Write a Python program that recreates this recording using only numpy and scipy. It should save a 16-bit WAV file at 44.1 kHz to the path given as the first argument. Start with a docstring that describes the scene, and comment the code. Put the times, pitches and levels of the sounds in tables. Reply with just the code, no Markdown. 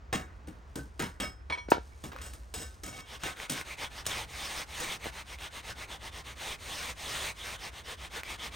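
"""A moulder's yard

A steel trowel digs into damp gritty mix, a metal tool drops and rattles, and a heavy form is set down.
The form settles with gritty scuffs, then is twisted to and fro so that sand grinds under it; pebbles
crack, distant traffic rumbles. Noise stands for sand and traffic; decaying tones make the metal, form,
lumps and pebbles. A phone hears it through two ports, with short echoes from ground and walls."""
import sys
import numpy as np
from scipy import signal
from scipy.fft import rfft, irfft, next_fast_len
from scipy.io import wavfile
from scipy.ndimage import uniform_filter1d

SR = 44100
rng = np.random.default_rng(int(sys.argv[2]) if len(sys.argv) > 2 else 0)


def wav_out(sig):
    """Save sig, one row per channel (or a flat mono array), as 16-bit PCM at SR to the path in sys.argv[1]."""
    wavfile.write(sys.argv[1], SR, np.round(np.clip(np.atleast_2d(sig).T, -1, 1) * 32767).astype(np.int16))


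N = 377055  # length of the scene in samples
TIME = np.arange(N) / SR  # seconds
LEFT_RIGHT = np.array([[1], [-1]])  # gives the two ports opposite signs

# tone of the echoes, with a deep hollow near 10.3 to 12 kHz: frequency_hz, relative_level_db
ECHO = [(100, -15), (400, -8.5), (900, -4.5), (1500, 2), (2100, -11.5), (5000, -15), (9700, -7.5),
        (10300, -45), (12000, -50), (12600, -4.5), (16000, -26)]


def undb(db):
    """Turn decibels into an amplitude factor."""
    return 10 ** (np.asarray(db) / 20)


def unit(x):
    """Scale to an rms of 1."""
    return x / np.sqrt(np.mean(x ** 2))


def peak(x):
    """Scale to a peak of 1."""
    return x / np.max(np.abs(x))


def colour(x, table):
    """Shape the spectrum of a sound by points of frequency (Hz) and level (dB)."""
    hz = np.maximum(np.arange(len(x) // 2 + 1) * SR / len(x), 1)
    point_hz, point_db = np.transpose(table)
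    level_db = np.interp(np.log(hz), np.log(point_hz), point_db)
    return irfft(rfft(x) * undb(level_db), len(x))


def band(x, lo_hz, hi_hz):
    """Keep mainly what lies between two frequencies."""
    return signal.sosfilt(signal.butter(2, [lo_hz, hi_hz], "bandpass", fs=SR, output="sos"), x)


def tilt(x, db):
    """Raise or lower the treble."""
    return x + (undb(db) - 1) * band(x, 2920, 18500)


def ring(x, modes, trim_db, free=1):
    """Damped resonators driven by x; a smaller free shortens the ring of a thing that is held."""
    out = 0
    for (hz, db, t60), trim in zip(modes, trim_db):
        ring_s = max(free, .1) * t60  # time to die by 60 dB
        pole = np.exp(2j * np.pi * hz / SR - np.log(1000) / (ring_s * SR))
        out = out + undb(db + trim) * signal.lfilter([1], [1, -pole], x).imag
    return out


def add(out, start_s, sound):
    """Mix a sound in at start_s seconds."""
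    i = int(start_s * SR)
    out[i:i + len(sound)] += sound[:N - i]


def walk(rate):
    """A smooth random wander of rms near 1: rate new values a second, averaged twice."""
    k = int(SR / rate)
    steps = np.repeat(rng.standard_normal(N // k + 1), k)
    return unit(uniform_filter1d(uniform_filter1d(steps, k), k)[:N])


def grit(size, spread_db):
    """Dense sand grains as noise; spread_db makes the grains differ in strength."""
    grain_db = spread_db * np.minimum(rng.exponential(size=size), 5)
    return unit(rng.standard_normal(size) * undb(grain_db))


def yard():
    """Traffic rumble under a faint hiss; what differs between the ports is shaped like the echoes."""
    # tone of the yard noise: frequency_hz, relative_level_db
    yard_tone = [(20, -44), (45, 5), (65, 10), (90, 0), (230, -13), (950, -18), (2000, -24.5), (3600, -33),
                 (7500, -39), (11500, -76), (16000, -43)]
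    # strength of the rumble: time_s, rms_level_db
    rumble_levels = [(0.0, -47.5), (2.71, -47.5), (3.17, -55), (8.55, -50.5)]
    mid, side = (colour(rng.standard_normal(N), yard_tone) for _ in range(2))
    low = band(mid, 38, 100)
    rumble = unit(low) * undb(np.interp(TIME, *np.transpose(rumble_levels)))
    rest_gain = undb(-54) / np.std(mid - low)
    hiss = rest_gain * (mid - low) * undb(2.9 * walk(2.483))
    wide = rest_gain * colour(side, ECHO) * undb(0.5)
    return rumble + hiss + wide * LEFT_RIGHT


def faint_hiss():
    """A faint, patchy treble hiss during the first three seconds, made of grainy noise."""
    # strength of the hiss before its random wander: time_s, level_db
    hiss_levels = [(0.0, -87), (1.21, -68), (1.32, -86), (2.05, -61), (2.18, -65.5), (2.57, -67),
                   (2.91, -66), (3.01, -47.5)]
    db = np.interp(TIME, *np.transpose(hiss_levels), right=-120) + 2.5 * walk(25)
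    return unit(band(grit(N, spread_db=6.0), 1800, 10200)) * undb(db)


def clods(t, count, spread_s):
    """Lumps that break, each a few cycles at its own pitch, thickest at the start."""
    when, pitch, size = rng.random((count, 3)).T[:, :, None]
    age = np.maximum(t + spread_s * np.log(1 - when), 0)  # seconds since the lump broke
    hz = 450 * 2 ** (3.6 * pitch)
    return np.sum(undb(-12 * size) * np.sin(2 * np.pi * hz * age) * np.exp(-age * hz / 11), axis=0)


def digs_and_scuffs():
    """Grit crunches and fades; a dull thud and a damped steel ring go with each dig or scuff."""
    # digs into the mix and, from 2.1 s, gritty scuffs and catches as the form settles; thud and ring
    # are relative to level_db, treble_db is a tilt:
    # start_s, level_db, thud_db, steel_ring_db, treble_db, scrape_s
    grit_events = [(0.127, -18.5, -8.5, -7.5, -7.5, 0.025), (0.471, -39.5, 2.5, -18.5, -1, 0.02),
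                   (0.7558, -29, -1, -15.5, 3, 0.024), (0.9934, -23, -6, -8, -6, 0.035),
                   (1.1997, -25, -6.5, -1, -4.5, 0.035), (2.0377, -33, -3, -10, 0.5, 0.021),
                   (2.117, -35.5, -23, -30, -23, 0.085), (2.213, -33.5, -23, -8, 2, 0.053),
                   (2.334, -34.5, -15, -25, 4, .005), (2.539, -26, -17.5, -6.5, 3.5, 0.085),
                   (2.8337, -28.5, -12, -6, 2, 0.056), (2.927, -36, -14, -4, -6, 0.074),
                   (3.2328, -24.5, -17, -5, -5.5, 0.034), (3.496, -19, -14, -13, 7, 0.025),
                   (4.0637, -17.5, -33, -13.5, 5.5, 0.019), (4.8, -26.5, -22, -7, 1, .04)]
    # tone of the crunch: frequency_hz, relative_level_db
    crunch_tone = [(300, 0.5), (750, -13), (1800, -1), (2600, -4), (4500, -10.5), (8000, -7), (11500, -8.5),
                   (16000, -21.5)]
    # ringing tones of the steel when free: pitch_hz, relative_level_db, time_to_die_60_db_s
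    steel_modes = [(750, -5, .12), (1276, -7, .2), (1525, -6, .14), (1780, -7, .12), (2232, -4, .2),
                   (2790, -2, .1), (3235, -5, .1), (3747, -5, .1), (5136, -10, .2), (5410, -4, .1),
                   (6050, -5, .1), (6800, -1, .08), (7910, -5, .12), (8285, -2, .08)]
    steel_free = 0.94  # share of its ring time that the mix leaves the steel
    out, t = np.zeros(N), np.arange(int(.5 * SR)) / SR
    for s, db, thud_db, ring_db, treble_db, length in grit_events:
        t60 = .2 + length  # the longer the scrape, the slower the crunch dies
        fade = undb(-60 * np.maximum(t - length, 0) / t60) * np.minimum(t / 0.0021, 1)
        bite = 1 + 2.98 * np.exp(-t / 0.0047)  # stronger for the first few ms
        lumps = undb(2.6 * unit(uniform_filter1d(rng.standard_normal(len(t)), size=200)))
        sand = unit(colour(grit(len(t), spread_db=0.5), crunch_tone)) * lumps * bite
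        crunch = tilt(sand + 1.1 * clods(t, count=45, spread_s=.07), treble_db) * fade
        # loosened mix slides on, duller and slower to die
        slide = undb(-8) * band(band(sand, 210, 2200), 130, 3000) * fade ** 0.26 * (1 - t / t[-1])
        thud = band(rng.standard_normal(len(t)), 110, 298) * fade * np.minimum(t / 0.0087, 1)
        scrape = grit(len(t), spread_db=6.0) * fade * bite
        # the balance of the steel's tones varies each time
        trim_db = 2.5 * rng.standard_normal(len(steel_modes))
        steel = tilt(ring(scrape, steel_modes, trim_db, steel_free), treble_db)
        blow = peak(crunch + slide) + undb(thud_db) * peak(thud) + undb(ring_db) * peak(steel)
        add(out, s, undb(db) * blow)
    return out


def pings():
    """Lone metallic tones that linger after some blows: decaying sines, a little unsteady."""
    # tones before their random wander: start_s, level_db, pitch_hz, time_to_die_60_db_s
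    lone_tones = [(.79, -39, 1530, 0.1), (1.232, -41.5, 5136, 0.32), (5.073, -39.5, 1740, 0.11)]
    out, t = np.zeros(N), np.arange(int(.4 * SR)) / SR
    unsteady = undb(2.0 * walk(60))
    for s, db, hz, t60 in lone_tones:
        tone = np.sin(2 * np.pi * hz * t) * np.minimum(t / 0.0027, 1)
        add(out, s, undb(db - 60 * t / t60) * tone)
    return out * unsteady


def tool():
    """Bounces and light touches of the tool; each adds a ring and clack and damps the ring before."""
    # bounces and light touches: start_s, level_db, clack_db (relative to level_db)
    touches = [(1.4995, -31, 4), (1.5225, -21, -10), (1.552, -40, 3), (1.574, -38, -2), (1.582, -32, -12),
               (1.6846, -46, 5), (1.724, -37, 4)]
    # ringing tones of the tool: pitch_hz, relative_level_db, time_to_die_60_db_s
    tool_modes = [(974, -12, .25), (1836, -20, .25), (2256, 0, .2), (3155, -17, .3), (3375, -8, .16),
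                  (4070, -23, .25), (4220, -10, .13), (5028, -24, .2), (5712, -19, .35), (8550, -24, .2),
                  (9000, -22, .3)]
    out, t = np.zeros(N), np.arange(int(.4 * SR)) / SR
    for k, (s, db, clack_db) in enumerate(touches):
        hit = np.exp(-t / .00006)
        # the balance of the tones varies each time
        trim_db = 2.0 * rng.standard_normal(len(tool_modes))
        sing = peak(ring(hit, tool_modes, trim_db)) * np.minimum(t / .002, 1)
        if k + 1 < len(touches):
            next_touch_s = touches[k + 1][0] - s
            sing = sing * np.where(t < next_touch_s, 1, .4)
        clack = band(rng.standard_normal(len(t)), 120, 2160) * np.exp(-t / 0.015)
        add(out, s, undb(db) * (sing + undb(clack_db) * peak(clack)))
    return out


def knocks():
    """A short push makes the form ring briefly; a softer contact pushes longer and sounds duller."""
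    # the form touches down, lands edge first, then flat, rebounds, rocks, and later bumps the mould:
    # start_s, peak_db, contact_ms
    blows = [(1.6866, -26.5, 1.5), (1.7181, -11.5, 0.28), (1.72, -5, 0.85), (1.723, -13.5, 0.67),
             (1.752, -28, 1.4), (1.77, -29, 0.89), (1.781, -25, 1.3), (5.058, -28, 1.36),
             (5.067, -27.5, 1.1)]
    # ringing tones of the form: pitch_hz, relative_level_db, time_to_die_60_db_s
    form = [(312, -23, 0.013), (537, -5.5, 0.013), (860, -4.5, 0.0077), (952, 2.5, 0.038),
            (1300, -4, 0.011), (1640, 18.5, 0.012), (2640, 17, 0.0086), (3670, 3, 0.036)]
    # loose sand hisses off the form: start_s, level_db, time_to_die_60_db_s
    spray = (1.7015, -27, .1)
    out, t = np.zeros(N), np.arange(int(.2 * SR)) / SR
    for s, db, contact_ms in blows:
        push = np.sin(np.pi * np.minimum(t * 1000 / contact_ms, 1))
        body = band(ring(push, form, np.zeros(len(form))), 196, 9000)
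        add(out, s, undb(db) * peak(body))
        # grit is crushed and shaken loose under the blow
        crushed = band(grit(len(t), spread_db=4.0), 1600, 5000) * np.exp(-t / 0.024)
        add(out, s, undb(db - 23) * peak(crushed))
    s, db, t60 = spray
    hiss = band(band(grit(len(t), spread_db=-3.0), 4800, 18000), 4300, 13000)
    add(out, s, undb(db) * peak(hiss * undb(-60 * t / t60) * np.minimum(t / 0.0027, 1)))
    return out


def cracks():
    """Pebbles crack: each is a few cycles of a fast-dying tone and a bright tick of noise."""
    # cracking pebbles: start_s, level_db, pitch_hz
    pebbles = [(2.132, -35, 1060), (2.163, -27, 1300), (2.187, -36, 2040), (2.334, -41, 3740),
               (3.371, -32, 1950), (3.401, -23, 2220), (3.496, -27, 3170), (3.578, -25, 2080),
               (3.613, -21, 2060), (4.056, -27, 3100), (4.576, -26, 1480), (5.043, -24, 2370),
               (5.387, -33, 2610), (8.234, -21, 2320)]
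    out, t = np.zeros(N), np.arange(int(.02 * SR)) / SR
    for s, db, hz in pebbles:
        tone = np.sin(2 * np.pi * hz * t) * np.exp(-t * hz / 1.3)
        tick = 0.22 * rng.standard_normal(len(t)) * np.exp(-t / 0.00096)
        add(out, s, undb(db) * (tone + tick))
    return out


def twists():
    """Sand grinds as fast as the form turns: quiet at each reversal, louder within the stroke."""
    # twists of the form, each lasting until the next reversal; level_db is the level aimed at by the
    # end of the stroke, swell_db the rise towards it: start_s, level_db, swell_db
    strokes = [(3.042, -42, 7), (3.186, -41, -.5), (3.345, -38, 6), (3.475, -37.5, 2.5), (3.637, -42, -2),
               (3.764, -39.5, -3.5), (3.888, -42, 2.2), (4.038, -39.5, -4.5), (4.26, -38, 1.5),
               (4.65, -37, 3.3), (4.98, -34, 12.5), (5.109, -42, -2), (5.238, -41, 7.5), (5.37, -37.5, 5),
               (5.492, -37, 11.5), (5.619, -37.5, 3.5), (5.741, -43, -0.5), (5.869, -41, -1.5),
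               (5.982, -39, 9.5), (6.106, -42, 0.5), (6.23, -42.5, 2.5), (6.348, -39, -1.3),
               (6.57, -38.5, 2.5), (6.941, -37, 0.5), (7.334, -38, 6), (7.574, -39.5, 0.5),
               (7.706, -41, 5.5), (7.829, -39, 3), (7.96, -41.5, 4.5), (8.09, -34.5, 9.5),
               (8.218, -39, 3.5), (8.372, -37.5, 2), (8.501, -40.5, 3)]
    # tone of the grinding sand: frequency_hz, relative_level_db
    grind_tone = [(100, -2), (280, -8), (800, -2.5), (1600, -3.5), (2150, -0.3), (2850, -3.5), (3600, -3),
                  (4600, -9.5), (7500, -12), (9500, -13), (11500, -16.5), (16000, -25)]
    last_stop_s, overlap_s = 8.61, 0.0055
    # a long sweep grinds brighter than a short jerk
    jerk_s, jerk_treble_db, treble_db_per_doubling = 0.14, 0.17, 1.7
    sand = colour(grit(N, spread_db=1.5), grind_tone)
    # the bed of grains keeps changing, so each part of the spectrum flickers by itself
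    for hz in (500, 900, 1600, 2400, 3500, 5500):
        sand = sand + (undb(2.64 * walk(30)) - 1) * band(sand, hz / 1.227, hz * 1.11)
    sand = unit(sand) * undb(.8 * walk(45))
    out = np.zeros(N)
    stops = [row[0] for row in strokes[1:]] + [last_stop_s]
    for (s, db, swell_db), end in zip(strokes, stops):
        length = end - s + overlap_s
        treble_db = jerk_treble_db + treble_db_per_doubling * np.log2(length / jerk_s)
        part = sand[int(s * SR):][:int(length * SR)]
        t = np.arange(len(part)) / SR
        # the form speeds up over part of the stroke and slows in the last 0.06 s
        start = np.minimum(t / (0.45 * length ** 0.81), 1)
        stop = np.clip((length - t) / 0.06, 0, 1)
        speed = np.sin(np.pi / 2 * start) ** 1.05 * np.sin(np.pi / 2 * stop) ** 1.32
        swell = undb(db + swell_db * (t / length - 1.0))
        add(out, s, tilt(part, treble_db) * speed * swell)
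    return out


def scene():
    """Mix the sources, let ground and walls answer, and lay the yard under it all."""
    # sounds from the left reach that port ahead in phase: frequency_hz, relative_level_db
    aside_tone = [(100, -25), (400, -8.5), (1000, 2), (2500, -9), (6500, -19), (7200, -26)]
    echo_t60_s = 0.18  # time for the echoes to die by 60 dB
    aside = digs_and_scuffs() + pings() + tool() + knocks()
    work = twists() + faint_hiss() + cracks() + aside
    t = np.arange(int(.4 * SR)) / SR
    # one part of the echoes is alike at both ports, one part opposed
    tails = rng.standard_normal((2, len(t))) * undb(-60 * t / echo_t60_s)
    replies = [colour(unit(tail), ECHO) / np.sqrt(len(t)) for tail in tails]
    alike, opposed = (signal.fftconvolve(work, reply)[:N] for reply in replies)
    # a quarter turn ahead, added at the left port and taken away at the right
    ahead = -signal.hilbert(colour(aside, aside_tone), next_fast_len(N)).imag[:N]
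    differing = undb(-6.0) * opposed + ahead
    return work + undb(-7.5) * alike + differing * LEFT_RIGHT + yard()


def record(dry):
    """The ports slip in phase against each other in the treble; the top is cut."""
    # phase by which the right port trails the left; half a turn hollows the centre:
    # frequency_hz, phase_turns
    port_slip = [(0, 0), (6700, .03), (7200, .15), (7550, .5), (7900, .88), (8300, 1), (9000, .96),
                 (9650, .78), (10400, .5), (11900, .5), (12400, .28), (13100, .1), (13800, 0)]
    balance_db, top_hz = -0.34, 16000  # left level against right, and where the top is cut
    size = next_fast_len(N + 2048)
    hz = np.arange(size // 2 + 1) * SR / size
    turns = np.interp(hz, *np.transpose(port_slip))
    # each port takes half of the slip and half of the balance
    slip = np.exp(1j * np.pi * turns * LEFT_RIGHT) * undb(balance_db / 2 * LEFT_RIGHT)
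    wet = irfft(rfft(dry, size) * slip, size)[:, :N]
    return signal.sosfilt(signal.ellip(10, .2, 70, top_hz, fs=SR, output="sos"), wet)


dry = scene()
out = record(dry)
wav_out(out)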